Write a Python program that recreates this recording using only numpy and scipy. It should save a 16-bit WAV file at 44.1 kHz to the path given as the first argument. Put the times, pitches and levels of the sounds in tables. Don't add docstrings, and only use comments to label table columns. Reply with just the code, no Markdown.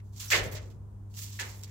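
import sys
import numpy as np
from scipy import signal
from scipy.fft import rfft, irfft
from scipy.io import wavfile
from scipy.ndimage import uniform_filter1d

SR = 44100
rng = np.random.default_rng(int(sys.argv[2]) if len(sys.argv) > 2 else 0)


def linear_from_db(decibels):
    return 10 ** (np.asarray(decibels, float) / 20)


def transcribe(signal):
    frames = np.atleast_2d(signal).T
    limited = np.clip(frames, -1, 1)
    pcm = np.round(limited * 32767).astype(np.int16)
    wavfile.write(sys.argv[1], SR, pcm)


N = 74970
TIME = np.arange(N) / SR
LEFT_AHEAD = np.array([[1], [-1]])


def unit(x):
    return x / np.sqrt(np.mean(x ** 2))


def shaped(x, gain):
    hz = np.maximum(np.fft.rfftfreq(N, 1 / SR), 1)
    return unit(irfft(rfft(x) * gain(hz), N))


def colour(points):
    hz_points, db_points = np.array(points).T
    return lambda hz: linear_from_db(np.interp(np.log(hz), np.log(hz_points), db_points, left=-60))


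def bell(centre_hz, width_hz):
    return lambda hz: 1 / (1 + ((hz ** 2 - centre_hz ** 2) / (hz * width_hz)) ** 2)


def swell(start, rise, db, t60):
    since = TIME - start
    attack = np.sin(np.clip(since / rise, 0, 1) * np.pi / 2) ** 2
    decay = 1000. ** (-np.maximum(since - rise, 0) / t60)
    return linear_from_db(db) * attack * decay


def walk(rate):
    k = int(SR / rate)
    steps = np.repeat(rng.standard_normal(N // k + 1), k)
    return unit(uniform_filter1d(uniform_filter1d(steps, k), k)[:N])


def clicks(rate, scatter_db):
    hit = (rng.random(N) < rate / SR) * linear_from_db(scatter_db * rng.exponential(size=N))
    x = hit * rng.standard_normal((2, N))
    return x / np.sqrt(uniform_filter1d(x ** 2, 1500, axis=1))


def pan(x, db):
    return x * linear_from_db(np.array([[db], [-db]]) / 2)


def alike(shared_hz):
    middle = rfft(rng.standard_normal(N))
    own = rfft(rng.standard_normal((2, N)))
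    share = 0.94 / (1 + (np.fft.rfftfreq(N, 1 / SR) / shared_hz) ** 1.7)
    return irfft(np.sqrt(share) * middle + np.sqrt(1 - share) * own, N)


def stroke(start, rise, length, db):
    sag_db_per_s, settle_t60_s = 66.5, .12
    settling = np.maximum(TIME - start - length, 0)
    return swell(start, rise, db, 60 / sag_db_per_s) * 1000. ** (-settling / settle_t60_s)


def rakes():
    # start in seconds, swell in seconds, claws lift after seconds,
    # level in dB, tilt in dB per band (positive is brighter).
    first_bout = [(0.028, .03, 0.13, -76, 1.5), (0.113, .05, .06, -60.5, 0.5),
                  (.160, 0.016, 0.045, -51.5, -1), (0.192, 0.01, 0.056, -40, -1),
                  (0.249, .01, 0.067, -47.5, 0.5), (.301, .002, 0.028, -29, -2.5),
                  (.315, .02, 0.066, -33.5, -2), (0.333, 0.014, 0.042, -40, -12), (.39, .01, .03, -54, -11),
                  (.40, .03, .09, -61.5, 3), (0.424, .02, 0.04, -48, 0.5), (.512, .003, .02, -51.5, 1),
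                  (.528, .008, 0.028, -55, 2.5), (0.546, 0.0086, 0.029, -46.5, -4),
                  (.6, 0.023, 0.052, -61.5, -3.5), (0.653, 0.0054, .028, -64.5, -2),
                  (0.699, .004, 0.015, -62, -2.5), (.73, 0.0085, .04, -77, 0)]
    second_bout = [(1.083, 0.041, .06, -67.5, 1), (1.124, 0.055, 0.0618, -52, -0.5),
                   (1.158, .024, 0.05, -44.5, 0.5), (1.211, 0.011, .035, -43.5, 1),
                   (1.244, 0.025, .065, -50, -1), (1.301, 0.037, .09, -50.5, -1.5),
                   (1.393, 0.0069, 0.023, -36, -3), (1.431, 0.03, 0.059, -49.5, -1.5),
                   (1.484, .01, 0.031, -51.5, 0.5), (1.514, 0.03, .06, -56.5, 1),
                   (1.574, 0.013, .05, -61, 2.5), (1.626, 0.013, 0.018, -50, -1.5),
                   (1.665, 0.011, .03, -61, 0)]
    # time in seconds, level in dB.
    snap_list = [(0, -58), (.133, -64), (.162, -52), (.2006, -40), (.438, -41), (.5224, -44), (.554, -44),
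                 (.629, -59), (1.172, -44), (1.19, -42), (1.263, -48), (.302, -40), (1.140, -49),
                 (1.147, -50), (1.228, -44), (1.49, -49), (1.592, -54), (1.612, -55), (1.628, -50),
                 (1.6346, -37), (1.642, -43)]
    # frequency in Hz, strength in dB per Hz.
    litter = [(1000, -13), (2000, -11), (3200, -4), (7600, 1.5), (8500, -10), (11000, -7), (15700, -5.5),
              (16000, -15)]
    chips_per_s, scatter_db, patchy_db = 12000, 1.5, 1.6
    chips = shaped(clicks(chips_per_s, scatter_db), colour([(500, -50.5)] + litter))

    top = signal.sosfiltfilt(signal.butter(4, 8300, "high", fs=SR, output="sos"), chips)
    low = signal.sosfiltfilt(signal.butter(2, 3000, fs=SR, output="sos"), chips)
    mid = chips - top - low
    top = pan(top, -3.5)

    snap_power = sum(swell(s, .001, db, .018) ** 2 for s, db in snap_list)
    out = 0
    for k, band in zip((-2, 0, 2), (low, mid, top)):
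        power = snap_power * linear_from_db(-3 * abs(k) - 2 * k)
        for start, rise, length, db, tilt in first_bout + second_bout:
            power = power + (stroke(start, rise, length, db) * linear_from_db(k * tilt)) ** 2
        patchy = linear_from_db(patchy_db * walk(90))
        out = out + np.sqrt(power) * patchy * band
    return pan(out, -3.4)


def kicks():
    # start in seconds, swell in seconds, level in dB, time to fade 60 dB in seconds, pitch in Hz.
    kick_list = [(0, 0.002, -53.5, 0.014, 2080), (.2, 0.043, -55.5, 0.41, 1500),
                 (0.302, 0.01, -38, 0.22, 1720), (0.309, 0.016, -24.5, 0.28, 2026),
                 (0.326, 0.0022, -26, 0.13, 2330), (0.342, 0.0041, -27.5, 0.088, 2000),
                 (0.364, .02, -35, 0.46, 1860), (0.509, 0.021, -50, 0.306, 1813),
                 (0.546, 0.023, -49.5, 0.205, 1880), (1.211, 0.018, -59.5, 0.24, 2120),
                 (1.388, 0.0052, -36, 0.23, 1900), (1.421, 0.0047, -40, 0.17, 1780),
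                 (1.455, 0.012, -52.5, 0.54, 1950), (1.667, 0.005, -61.5, 0.42, 2010)]
    chips_per_s, scatter_db, ring_width_hz, skirt_db = 12000, 1.0, 850, -5
    out = 0
    for start, rise, db, t60, pitch in kick_list:
        ring = bell(pitch, ring_width_hz)
        skirt = bell(1.075 * pitch, 3500)
        hits = shaped(clicks(chips_per_s, scatter_db), lambda hz: ring(hz) + linear_from_db(skirt_db) * skirt(hz))
        out = out + swell(start, rise, db, t60) * hits
    return pan(out, -1.5)


def knocks():
    # time in seconds, level in dB, time to fade 60 dB in seconds, pitch in Hz.
    knock_list = [(.3113, -30, .04, 2020), (.3165, -27, .06, 1800), (.3235, -29, .035, 2450),
                  (.3287, -19, .016, 2550), (.3305, -24, .055, 2170), (.3310, -29, .06, 1500),
                  (.3410, -23, .035, 2050), (.3520, -30, .04, 1600), (.3630, -34, .04, 1850),
                  (.3730, -34, .04, 2050), (.3810, -35, .04, 2000), (.3890, -37, .04, 3000),
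                  (1.3915, -38, .09, 2000), (1.3950, -41, .13, 1715), (1.4070, -43, .04, 1950),
                  (1.4240, -45, .05, 1870), (1.4270, -46, .04, 1570), (1.4560, -51, .05, 1800),
                  (1.4800, -49, .03, 2050)]
    rise_s, most_lead_rad = .0015, 1.1
    out = 0
    for start, db, t60, pitch in knock_list:
        lead = most_lead_rad * rng.uniform(-1, 1) * LEFT_AHEAD
        tone = np.sqrt(2) * np.sin(2 * np.pi * pitch * (TIME - start) + lead)
        out = out + swell(start, rise_s, db, t60) * tone
    return pan(out, -1.5)


def rings():
    # start in seconds, swell in seconds, level in dB, time to fade 60 dB in seconds, pitch in Hz.
    ring_list = [
        (.276, .008, -45, .12, 5850),
        (.317, .005, -36, .08, 7000),
        (.520, .006, -49, .1, 13000),
        (.522, .008, -53, .1, 15300),
        (1.139, .002, -63, .04, 3000),
        (.366, .006, -42, .08, 7000),
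    ]
    out = 0
    for start, rise, db, t60, pitch in ring_list:
        x = shaped(alike(3 * pitch), bell(pitch, .06 * pitch))
        loudness = uniform_filter1d(x ** 2, int(6 * SR / pitch), axis=1)
        out = out + swell(start, rise, db, t60) * x / np.sqrt(loudness + .05)
    return pan(out, -1.5)


def booms():
    # start in seconds, swell in seconds, level in dB, time to fade 60 dB in seconds, pitch in Hz.
    boom_list = [
        (0.309, 0.03, -36.5, 0.45, 574),
        (0.312, 0.021, -41.5, 0.72, 1000),
        (0.323, 0.035, -35, 0.69, 458),
        (0.343, .04, -49, 1.2, 214.8),
        (.37, 0.05, -43, 2.6, 61.9),
        (.42, 0.038, -46, 0.93, 438),
        (.585, 0.037, -63, 1.8, 420),
        (1.394, 0.024, -51, 0.65, 930),
        (1.396, 0.014, -52.5, 1.05, 423),
        (1.403, 0.021, -57, 0.64, 190),
    ]
    out = 0
    for start, rise, db, t60, pitch in boom_list:
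        body = shaped(alike(420), bell(pitch, .64 * pitch))
        out = out + swell(start, rise, db, t60) * body
    return pan(out, 1.0)


def thuds():
    # start in seconds, swell in seconds, level in dB, time to fade 60 dB in seconds, pitch in Hz.
    thud_list = [(.354, .012, -41, .08, 130), (.385, .012, -40, .07, 95), (.408, .02, -38, .12, 60),
                 (.414, .012, -37, .1, 90), (.457, .012, -37, .1, 128), (.534, .012, -41, .07, 100),
                 (.535, .012, -44, .08, 135), (.612, .015, -42, .14, 65), (.75, .012, -46, .1, 125),
                 (.520, .045, -49, .16, 612), (.365, .015, -42, .1, 445), (.36, .015, -46, .15, 170),
                 (.32, .03, -47, .2, 48)]
    most_lead_rad = .45
    out = 0
    for start, rise, db, t60, pitch in thud_list:
        lead = most_lead_rad * rng.uniform(.16, 1) * LEFT_AHEAD
        tone = np.sqrt(2) * np.sin(2 * np.pi * pitch * (TIME - start) + lead)
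        out = out + swell(start, rise, db, t60) * tone
    return pan(out, 2.5)


def roofed_run(x):
    t60_s, damp_hz, echo_db = .12, 2460, -13.5
    n = int(.6 * SR)
    tail = rng.standard_normal((2, n)) * 1000. ** (-np.arange(n) / SR / t60_s)
    tail = signal.lfilter(*signal.butter(1, damp_hz, fs=SR), tail)
    tail = tail / np.sqrt(np.sum(tail ** 2, axis=1, keepdims=True))
    return linear_from_db(echo_db) * signal.fftconvolve(x, tail, axes=1)[:, :N]


def hum():
    # pitch in Hz, level in dB.
    hum_lines = [
        (100.2, -44),
        (200.4, -62.5),
        (300.6, -74),
        (400.8, -73.5),
    ]
    wobble_db = 1
    out = 0
    for pitch, db in hum_lines:
        tone = np.sqrt(2) * np.sin(2 * np.pi * pitch * TIME + 3.58)
        out = out + linear_from_db(db + wobble_db * walk(19)) * tone
    return out


def yard():
    # frequency in Hz, strength in dB per Hz.
    yard_tone = [(25, -23), (60, -5), (130, -15), (550, -36), (1000, -34.5), (2100, -54), (4500, -59),
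                 (7000, -55), (15800, -61.5)]
    level_db = -52.5 + .75 * walk(2)
    return linear_from_db(level_db) * shaped(alike(259.4), colour(yard_tone))


def scene():
    near = rakes() + kicks() + rings() + knocks()
    return near + roofed_run(near) + booms() + thuds() + hum() + yard()


def band_limit(x):
    return signal.sosfilt(signal.butter(12, 15950, fs=SR, output="sos"), x)


def record(dry):
    opens_s, top_hz = .0087, 15900
    mix = dry * np.clip(TIME / opens_s + .3, 0, 1)
    mix = signal.sosfilt(signal.ellip(8, .2, 60, top_hz, fs=SR, output="sos"), mix)
    return band_limit(mix)


dry = scene()
out = record(dry)
transcribe(out)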